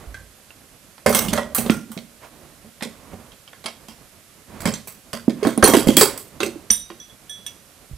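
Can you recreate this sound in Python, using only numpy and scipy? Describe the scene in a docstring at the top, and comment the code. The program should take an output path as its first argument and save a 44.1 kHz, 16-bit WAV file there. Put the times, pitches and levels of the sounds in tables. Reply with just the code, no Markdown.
"""Small room, wooden table, microphone close by: a three-legged stand of steel tubes is turned and set down.
Its ends knock on the boards as short thuds with ringing modes; the loose legs clatter and sing in their hub.
Near the end a small steel fitting pings with a few clear high modes. Sleeves and fingers are shaped noise,
and soft bumps are low decaying tones. A noise tail gives the room, a steady hiss lies underneath,
and the loudest blows overload the recorder."""
import sys
import numpy as np
from scipy import signal
from scipy.fft import rfft, irfft, next_fast_len
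from scipy.io import wavfile
from scipy.ndimage import map_coordinates

SR = 44100
rng = np.random.default_rng(int(sys.argv[2]) if len(sys.argv) > 2 else 0)


def persist_wave(psi):
    """Save psi, clipped to +-1, as 16-bit WAV."""
    counts = np.round(np.clip(psi, -1, 1) * 32767).astype(np.int16)
    wavfile.write(sys.argv[1], SR, np.atleast_2d(counts).T)


N = 351477
T = np.arange(int(SR * 0.6)) / SR  # seconds after a blow

# All level_db columns are relative: the mix and the stereo balance scale them further.
# Steady hiss, spectrum shape: hz [Hz], density_db [dB per Hz]
HISS_SPECTRUM = [(15, -68), (25, -0.5), (126, -2.5), (381, -25), (556, -1.5), (954, -14), (1280, -6),
                 (1470, -5.5), (5820, -8), (10200, -6.5), (13100, -8.5), (14200, -14.5), (15800, -72.5)]
# Decay of the room: hz [Hz], t60_s [s]
ROOM_DECAY = [(100, 0.51), (300, 0.42), (1500, 0.3), (6000, 0.41), (14000, 0.22)]
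# Rustle of sleeves, spectrum shape: hz [Hz], density_db [dB per Hz]
CLOTH_SPECTRUM = [(20, -17), (45, 2), (100, 3.5), (220, 3), (400, -3.5), (700, -7.5), (1500, -26),
                  (15000, -47)]
# Fingers rubbing on the tubes, spectrum shape: hz [Hz], density_db [dB per Hz]
RUB_SPECTRUM = [(100, -26), (400, 6), (570, 9.5), (850, 4.5), (1080, 8), (1500, 1.5), (2400, -2),
                (4000, -11.5), (15000, -21)]
# Strokes of the hands along the stand: start_s [s], length_s [s], cloth_db [dB], rub_db [dB]
HAND_STROKES = [(-.15,0.35,-45,-48.5), (.4,0.31,-70,-76), (1.055,.48,-31,-40), (1.442,0.42,-37,-42.5),
                (2.202,0.1,-65,-42), (2.114,0.6,-50,-54), (2.812,0.63,-47.5,-50.5), (3.5,0.87,-55.5,-57),
                (4.451,0.37,-37,-40.5), (5.348,0.23,-62,-40), (5.52,.55,-34,-35), (5.968,0.28,-43,-37),
                (6.126,0.68,-44.5,-50.5), (7.7,.2,-60,-59)]
# Soft bumps against the table: start_s [s], level_db [dB], pitch_hz [Hz], t60_s [s]
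TABLE_BUMPS = [(0.072,-30,56.5,0.54), (.126,-41.5,91.3,0.63), (1.061,-27.5,85.4,0.26), (1.699,-35,82,0.18),
               (3.133,-38.5,93.4,0.32), (4.601,-35,82.7,0.74), (4.656,-27,123.5,0.35),
               (5.629,-10.5,79.5,0.073), (5.870,-4,71.4,0.014), (6.706,-30.5,52.7,0.13),
               (7.912,-29,132,0.096), (7.932,-25.5,60,0.1)]
# Touches of the small fitting: start_s [s], low_db [dB, low modes], middle_db [dB, near 6 kHz],
# high_db [dB, from 9 kHz up], touch_t60_s [s, damping by the fingers on top of each mode's own decay]
FITTING_PINGS = [(6.705, -36, -0.5, -15, 0.038), (6.712, -35, -24.5, -9.5, 0.7), (7, -41, -33.5, -58, 0.42),
                 (7.097, -41.5, -57, -68, 0.16), (7.295, -31, -36, -36, 4.5),
                 (7.464, -24, -29.5, -28, 0.11)]
# Modes of the fitting: pitch_hz [Hz], level_db [dB], t60_s [s]
FITTING_MODES = [(1740, -14, .2), (3378, -1, .45), (3420, -13, .3), (3747, -17, .5), (5911, -2, .33),
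                 (5975, -4, .2), (7095, -20, .4), (7634, -17, .4), (8969, -9, .26), (9001, 0, .24),
                 (9098, -11, .24), (11170, -19, .35), (11960, -13, .22), (13170, -13, .25)]
# Pitched rings of the legs after contacts, brief or long, one row per mode:
# start_s [s], pitch_hz [Hz], level_db [dB], t60_s [s]
SINGING_LEGS = [(.144,1556,-33.5,0.22), (.506,2700,-36,0.026), (1.147,2110,-28,0.37),
                (1.149,15300,-21,0.33), (1.548,15050,-32,0.24), (1.329,587,-25,0.65), (1.377,1904,-27,0.27),
                (1.698,2450,-11,0.011), (1.703,1386,-28,0.31), (3.658,9460,-24.5,0.042),
                (3.659,2180,-31,0.16), (4.725,7600,-29,.14), (4.740,5940,-23.5,0.074),
                (5.132,599,-30.5,0.16), (5.451,3200,-36.5,0.33), (5.577,9800,-14,0.0088),
                (5.638,5917,-16.5,.25), (5.640,9330,-4,.11), (5.640,11200,-10.5,0.1),
                (5.643,4250,-7.5,0.062), (5.661,3200,-28,0.88), (5.885,3250,-29,0.27),
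                (5.968,10150,-16.5,0.3), (5.969,15750,-6,.19), (5.972,3280,-4.5,0.06),
                (6.403,2600,-20,0.033), (6.433,2660,-15,0.027), (6.713,3760,-35.5,.5)]
# Neighbours of a singing mode: offset_hz [Hz], level_db [dB against that mode]
NEIGHBOUR_MODES = [(-36, -13.5), (36, -1.5), (109, -9)]
# Steel on steel: start_s [s], clank_db [dB, 2-7 kHz], clunk_db [dB, 0.6-2 kHz], sizzle_db [dB, above 7 kHz]
STEEL_CONTACTS = [(.143,-35,-33,-46), (0.504,-46,-41.5,-71), (0.98,-40,-36.5,-67), (1.062,-14,-8,-18),
                  (1.093,-27.5,-18,-20.5), (1.127,-16,-13.5,-20), (1.148,-9,-11,-7), (1.218,-28,-23,-26),
                  (1.284,-19,-36,-26.5), (1.331,-18.5,-18,-22), (1.376,-17,-13,-28), (1.548,-20.5,-21,-12),
                  (1.583,-22.5,-26,-21), (1.662,-26,-30.5,-37), (1.697,-10,-14.5,-46),
                  (1.704,-22,-26.5,-24), (1.917,-36,-35,-33), (1.976,-25.5,-34,-46), (2.809,-30,-26,-55),
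                  (2.824,-19.5,-25,-29), (3.319,-36,-45.5,-62), (3.477,-32.5,-39.5,-59),
                  (3.531,-40,-34,-56), (3.641,-33,-30.5,-41), (3.659,-15,-22,-30), (3.884,-33,-35.5,-39.5),
                  (4.605,-31.5,-29.5,-31), (4.655,-13.5,-13.5,-20.5), (4.738,-22,-34,-30.5),
                  (4.873,-33.5,-33,-29), (5.131,-21,-21,-27), (5.296,-26.5,-31.5,-40), (5.43,-23,-21.5,-33),
                  (5.45,-21.5,-15.5,-31.5), (5.47,-22.5,-20.5,-25.5), (5.576,-26.5,-24.5,-38.5),
                  (5.626,-13,-1,-20.5), (5.641,-7.5,-30,-10.5), (5.675,-14.5,-7,-10.5),
                  (5.736,-8.5,-3.5,-15.5), (5.767,-15,-40,-15.5), (5.872,-20,-19,-22),
                  (5.885,-15.5,-47,-19.5), (5.968,-4.5,-10.5,-3.5), (6.011,-2,-4.5,-3),
                  (6.176,-30.5,-41,-27), (6.404,-13,-18.5,-26.5), (6.431,-20,-21.5,-24.5),
                  (6.702,-17,-23,-26.5), (6.902,-34,-29,-58), (7.464,-30,-42,-35.5)]
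# Strongest modes of the tubes: pitch_hz [Hz], level_db [dB], t60_s [s, before damping by hand and contact]
TUBE_MODES = [(1066, -6, .35), (1450, -14, .35), (1965, -8, .35), (2094, -5, .45), (3200, -3, .3),
              (3275, -2, .35), (4300, -7, .25), (4690, -7, .3), (5938, -3, .35), (6535, -7, .25),
              (7058, -9, .4), (7912, 1, .35), (8053, -4, .3), (8394, -4, .3), (8780, 1, .3),
              (10087, 0, .25), (10740, -4, .35), (12800, 3, .35), (14538, 1, .25), (14975, 5, .3),
              (15050, 4, .35)]
# Tube ends on the tabletop: start_s [s], level_db [dB], pitch_hz [Hz, of the thud],
# boards_db [dB, ring of the boards against the thud]
TABLE_KNOCKS = [(0.885,-48,177,-19), (1.06,-12.5,593,3.5), (1.082,-18,428,5.5), (1.099,-15.5,598,1.5),
                (1.148,-21,408,4), (1.2,-30,220,4), (1.284,-16,190,-27), (1.328,-13.5,207,1.5),
                (1.381,-18,566,-2.5), (1.582,-20,178,8.5), (1.66,-22.5,211,6), (1.698,2,223,-17.5),
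                (1.902,-29,220,-19), (1.966,-27,185,4.5), (2.646,-43,218,5.5), (2.821,-28.5,219,3.5),
                (2.855,-27.5,220,2), (3.132,-32.5,198,6.5), (3.653,-38,230,6.5), (3.885,-36.5,220,-8),
                (4.656,-13,191,0.5), (4.68,-17.5,205,3), (5.134,-28,185,9.5), (5.280,1,238,-17.5),
                (5.426,-12,412,-13), (5.449,-23,390,10.5), (5.468,-3,278,-15), (5.470,-20.5,648,-14),
                (5.577,-2,232,-10.5), (5.626,-3,360,-1), (5.644,2.5,407,-12.5), (5.686,-1.5,273,-5.5),
                (5.736,-0.5,244,-20), (5.747,3,383,-33), (5.769,-3.5,278,-10.5), (5.869,-8,183,3),
                (5.888,6.5,239,-14), (5.971,0.5,301,-8.5), (6.011,-8,419,-5.5), (6.029,-9.5,387,-19),
                (6.403,-20,330,-3), (6.43,-14.5,396,-8), (6.462,-20.5,340,-8), (6.557,-27,312,-25),
                (6.703,-26.5,207,-8), (6.903,-33,342,-3)]
# Modes of the tabletop with the stand on it: pitch_hz [Hz], level_db [dB], t60_s [s]
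TABLETOP_MODES = [(134.3, -18, 0.26), (197.6, -3.5, 0.16), (233.4, -6, 0.37), (262, -17, 0.29),
                  (356, -26.5, 0.17), (405.8, -1.5, 0.13), (446.6, -11, 0.32), (507, 0, 0.08),
                  (526.5, -7.5, 0.27), (567, -0.5, 0.12), (617, -12, 0.098), (653, -18, 0.077),
                  (767, 3.5, 0.06), (821, -3, 0.065)]
# Unpitched ring of the boards, spectrum shape: hz [Hz], density_db [dB per Hz]
BOARDS_SPECTRUM = [(40, -28), (100, 9), (200, -5.5), (300, -17), (420, -31.5), (600, 10.5), (800, 3),
                   (950, -21), (2000, -24)]
# A hard blow keeps the tube pressed on the wood, which cuts the thud short: level_db [dB], t60_s [s]
THUD_DECAY_BY_LEVEL = [(-6.5, 0.079), (-2, 0.035)]

HISS_DB = -52
HOLD_CLOTH_DB, HOLD_RUB_DB = -56, -61.5  # hands that only hold the stand
STROKE_PEAK_SHARE = 0.49  # a stroke swells for this share of its length, then eases off
CRACK_DB, CRACK_DB_PER_S = 1.5, -14.5  # first crack: a loose, long rattle starts less sharply
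FREE_T60_S, GRIP_HALVES_DB = 0.28, 19.5  # base decay of a free leg; this much lost sizzle halves it
PRESSED_T60_S = 0.15  # longest base decay after a 0 dB clank, which presses the legs together
TOP_HZ = 15750  # band limit of the recorder


def amp(db):
    """Decibels to gain."""
    return 10 ** (np.asarray(db) / 20)


def unit(x):
    """Scale to rms 1."""
    return x / np.sqrt(np.mean(x ** 2) + 1e-20)


def along(points, hz):
    """Read (Hz, value) points on a log frequency axis."""
    point_hz, values = np.transpose(points)
    return np.interp(np.log(hz + 1), np.log(point_hz), values)


def fade(t60, t=T):
    """Free decay: 60 dB in t60 seconds."""
    return 1000 ** (-t / np.maximum(t60, 1e-3))


def onset(time_s):
    """Exponential rise as the struck body gets moving."""
    return 1 - np.exp(-T / time_s)


def noise(spectrum, size):
    """Two unrelated noises of one colour, together of rms 1."""
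    m = next_fast_len(size)
    gain = amp(along(spectrum, np.fft.rfftfreq(m, 1 / SR)))
    white = rng.standard_normal((2, m))
    return unit(irfft(rfft(white) * gain, m)[:, :size])


def spread(pair, width):
    """Left and right from a shared sound and a side part of opposite sign."""
    shared, side = pair[0], width * pair[1]
    return np.array([shared + side, shared - side]) / np.hypot(1, width)


def add(track, start_s, sound):
    """Mix a sound into the track at its start time."""
    start = max(round(start_s * SR), 0)
    part = track[:, start:start + sound.shape[-1]]
    part += sound[..., :part.shape[1]]


def ringing(modes):
    """One decaying complex oscillation per mode."""
    hz, level_db, t60 = np.transpose(modes)[:, :, None]
    phase = (2 * np.pi * (hz * T % 1)).astype(np.float32)
    envelope = (amp(level_db) * fade(t60)).astype(np.float32)
    return envelope * (np.cos(phase) + 1j * np.sin(phase))


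def strike(bank, gains, scatter_db):
    """Two mixes of the modes; each blow lands elsewhere and draws new phases and weights."""
    shape = (2, len(bank))
    weights = gains * amp(scatter_db * rng.standard_normal(shape))
    weights = weights * np.exp(2j * np.pi * rng.random(shape))
    return (weights.astype(np.complex64) @ bank).imag


def hiss():
    """A steady, wide noise floor of fixed colour."""
    return amp(HISS_DB) * spread(noise(HISS_SPECTRUM, N), width=0.64)


def room(x):
    """A diffuse tail of noise in which every band dies at its own rate."""
    hz, t, bands = signal.stft(rng.standard_normal((2, SR)), SR, nperseg=256)
    decay = fade(along(ROOM_DECAY, hz)[:, None], t)
    tail = spread(signal.istft(bands * decay, SR, nperseg=256)[1], width=0.16)
    tail = np.pad(tail, ((0, 0), (SR // 150, 0)))  # the answer comes 1/150 s late
    return signal.fftconvolve(x, tail / np.linalg.norm(tail[0]), axes=1)[:, :N]


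def handling():
    """Cloth and fingers slide unevenly over the tubes, swelling with each stroke."""
    t = np.arange(N) / SR
    cloth_gain, rub_gain = amp(HOLD_CLOTH_DB), amp(HOLD_RUB_DB)
    for start_s, length_s, cloth_db, rub_db in HAND_STROKES:
        speed = np.interp((t - start_s) / length_s, [0, STROKE_PEAK_SHARE, 1], [0, 1, 0])
        cloth_gain = np.hypot(cloth_gain, amp(cloth_db) * speed)
        rub_gain = np.hypot(rub_gain, amp(rub_db) * speed)
    catching = map_coordinates(rng.standard_normal(400), [t * 30])  # 30 random values a second
    cloth = cloth_gain * amp(2.3 * catching) * noise(CLOTH_SPECTRUM, N)
    rub = rub_gain * amp(1.8 * catching) * noise(RUB_SPECTRUM, N)
    return spread(cloth + rub, width=0.24)


def bumps():
    """The whole table sways in a low, dull, decaying note."""
    out = np.zeros((2, N))
    for start_s, level_db, hz, t60 in TABLE_BUMPS:
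        sway = np.sin(2 * np.pi * hz * T) * fade(t60)
        add(out, start_s, amp(level_db) * sway * onset(0.00071))
    return out


def pings():
    """The fitting rings in a few clear modes; where it is touched decides which ones lead."""
    bank, out = ringing(FITTING_MODES), np.zeros((2, N))
    mode_hz = np.array(FITTING_MODES)[:, 0]
    for start_s, low_db, middle_db, high_db, touch_t60 in FITTING_PINGS:
        colour = [(3700, low_db), (5900, middle_db), (8900, high_db), (13000, high_db - 2.0)]
        ring = spread(strike(bank, amp(along(colour, mode_hz)), scatter_db=1), width=0.22)
        add(out, start_s, ring * fade(touch_t60) * onset(0.00049))
    return out


def singing():
    """A leg rings in a cluster of close modes that beat against each other."""
    out = np.zeros((2, N))
    for start_s, hz, level_db, t60 in SINGING_LEGS:
        neighbours = [(hz + offset_hz, weaker_db, t60) for offset_hz, weaker_db in NEIGHBOUR_MODES]
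        bank = ringing([(hz, 0, t60)] + neighbours)
        add(out, start_s, spread(strike(bank, amp(level_db - 2), scatter_db=1), width=0.22))
    return out


def contact_colour(clank_db, clunk_db, sizzle_db, grip_db):
    """Spectrum of one steel contact as (Hz, dB); a hand's grip takes the upper clank away."""
    # a softer contact loses the very top first
    top_db = sizzle_db + 0.85 * np.clip(sizzle_db - clank_db + 0.5, -15, 6)
    return [(80, clunk_db - 38), (400, clunk_db + 2.5), (760, clunk_db + 3.5),
            (1100, clunk_db + 8.0), (1700, clunk_db + 4),
            (2700, clank_db + 1.0), (3900, clank_db - 0.5),
            (4900, clank_db - 0.18 * grip_db), (6500, clank_db + 0.5 - 0.68 * grip_db),
            (8500, sizzle_db + 3.0), (10500, sizzle_db + 0.5),
            (13800, top_db - 2.5), (15200, top_db - 7.0)]


def clatter(count=380):
    """Each contact cracks, leaves a wash of crowded weak modes, and rings the strong modes of the tubes."""
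    # the legs are almost alike, so their modes beat
    twins = [(hz + 14, level_db - 2.5, t60) for hz, level_db, t60 in TUBE_MODES]
    modes = np.vstack([TUBE_MODES, twins])
    hz = np.linspace(80, 16000, count)
    bank, out = ringing(modes), np.zeros((2, N))
    for start_s, clank_db, clunk_db, sizzle_db in STEEL_CONTACTS:
        # a hand on the tube dulls and shortens its ring
        grip_db = max(clank_db - sizzle_db, 0)
        gripped_t60 = FREE_T60_S * 2 ** (-grip_db / GRIP_HALVES_DB)
        t60 = min(gripped_t60, PRESSED_T60_S / amp(clank_db))
        colour = contact_colour(clank_db, clunk_db, sizzle_db, grip_db)
        smooth_db = along(colour, hz)
        # modes with a node at the point of contact stay weak
        comb = np.cos(2 * np.pi * (hz / rng.uniform(1360, 3590) + rng.random()))
        crowd_db = np.clip(5 * rng.standard_normal(count), -14, 8)
        lumpy_db = smooth_db + 4 * comb + crowd_db
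        level = np.sqrt(np.mean(amp(smooth_db) ** 2))
        # the loose joint chatters: 300 random values a second
        chatter = amp(3.2 * map_coordinates(rng.standard_normal(200), [T * 300], order=1))
        crack = amp(CRACK_DB + CRACK_DB_PER_S * t60) * fade(0.013)
        rattle = amp(-6.5) * chatter * fade(1.06 * t60)
        wash = level * noise(np.column_stack([hz, lumpy_db]), len(T)) * (crack + rattle)
        mode_gains = amp(along(colour, modes[:, 0]) - 22)
        ring = strike(bank, mode_gains, scatter_db=0) * fade(2.0 * t60)
        add(out, start_s, spread(ring + wash, width=0.3) * onset(0.00026))
    return out


def knocks():
    """A tube end gives the wood a thud of a few cycles, and the boards ring on."""
    bank, out = ringing(TABLETOP_MODES), np.zeros((2, N))
    mode_hz = np.array(TABLETOP_MODES)[:, 0]
    for start_s, level_db, hz, boards_db in TABLE_KNOCKS:
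        t60 = np.interp(level_db, *np.transpose(THUD_DECAY_BY_LEVEL))
        sway = -np.cos(2 * np.pi * hz * T) * fade(t60) * onset(0.0014) ** 2
        thud = np.gradient(sway) * SR / (2 * np.pi * hz)  # the air follows the speed of the wood
        softness = 1 / np.hypot(1, (mode_hz / (1.48 * hz)) ** 2)  # a slow blow misses the higher modes
        pitched = amp(-4) * strike(bank, softness, scatter_db=0)
        unpitched = amp(-15.5) * noise(BOARDS_SPECTRUM, len(T)) * fade(0.12)
        ring = spread(pitched + unpitched, width=0.28) * onset(0.0017)
        add(out, start_s, amp(level_db + 3.5) * thud + amp(level_db + boards_db) * ring)
    return out


def scene():
    """Wood, hands and steel, all louder on the right, with the room's answer and a steady hiss."""
    wood = knocks() + bumps()
    steel = clatter() + singing() + pings()
    low = wood + amp(-10.5) * room(wood) + handling()
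    high = steel + amp(-15) * room(steel)
    # left and right gains in dB
    return low * amp([[-4.4], [2.8]]) + high * amp([[-3.6], [2.6]]) + hiss() * amp([[-3.3], [2.5]])


def record(dry):
    """The recorder rounds off the highest peaks and cuts steeply above its band limit."""
    clipped = dry / (1 + np.abs(dry / 0.98) ** 5) ** (1 / 5)
    m = next_fast_len(N + SR // 4)
    keep = 1 / (1 + (np.fft.rfftfreq(m, 1 / SR) / TOP_HZ) ** 200)
    return irfft(rfft(clipped, m) * keep, m)[:, :N]


dry = scene()
out = record(dry)
persist_wave(out)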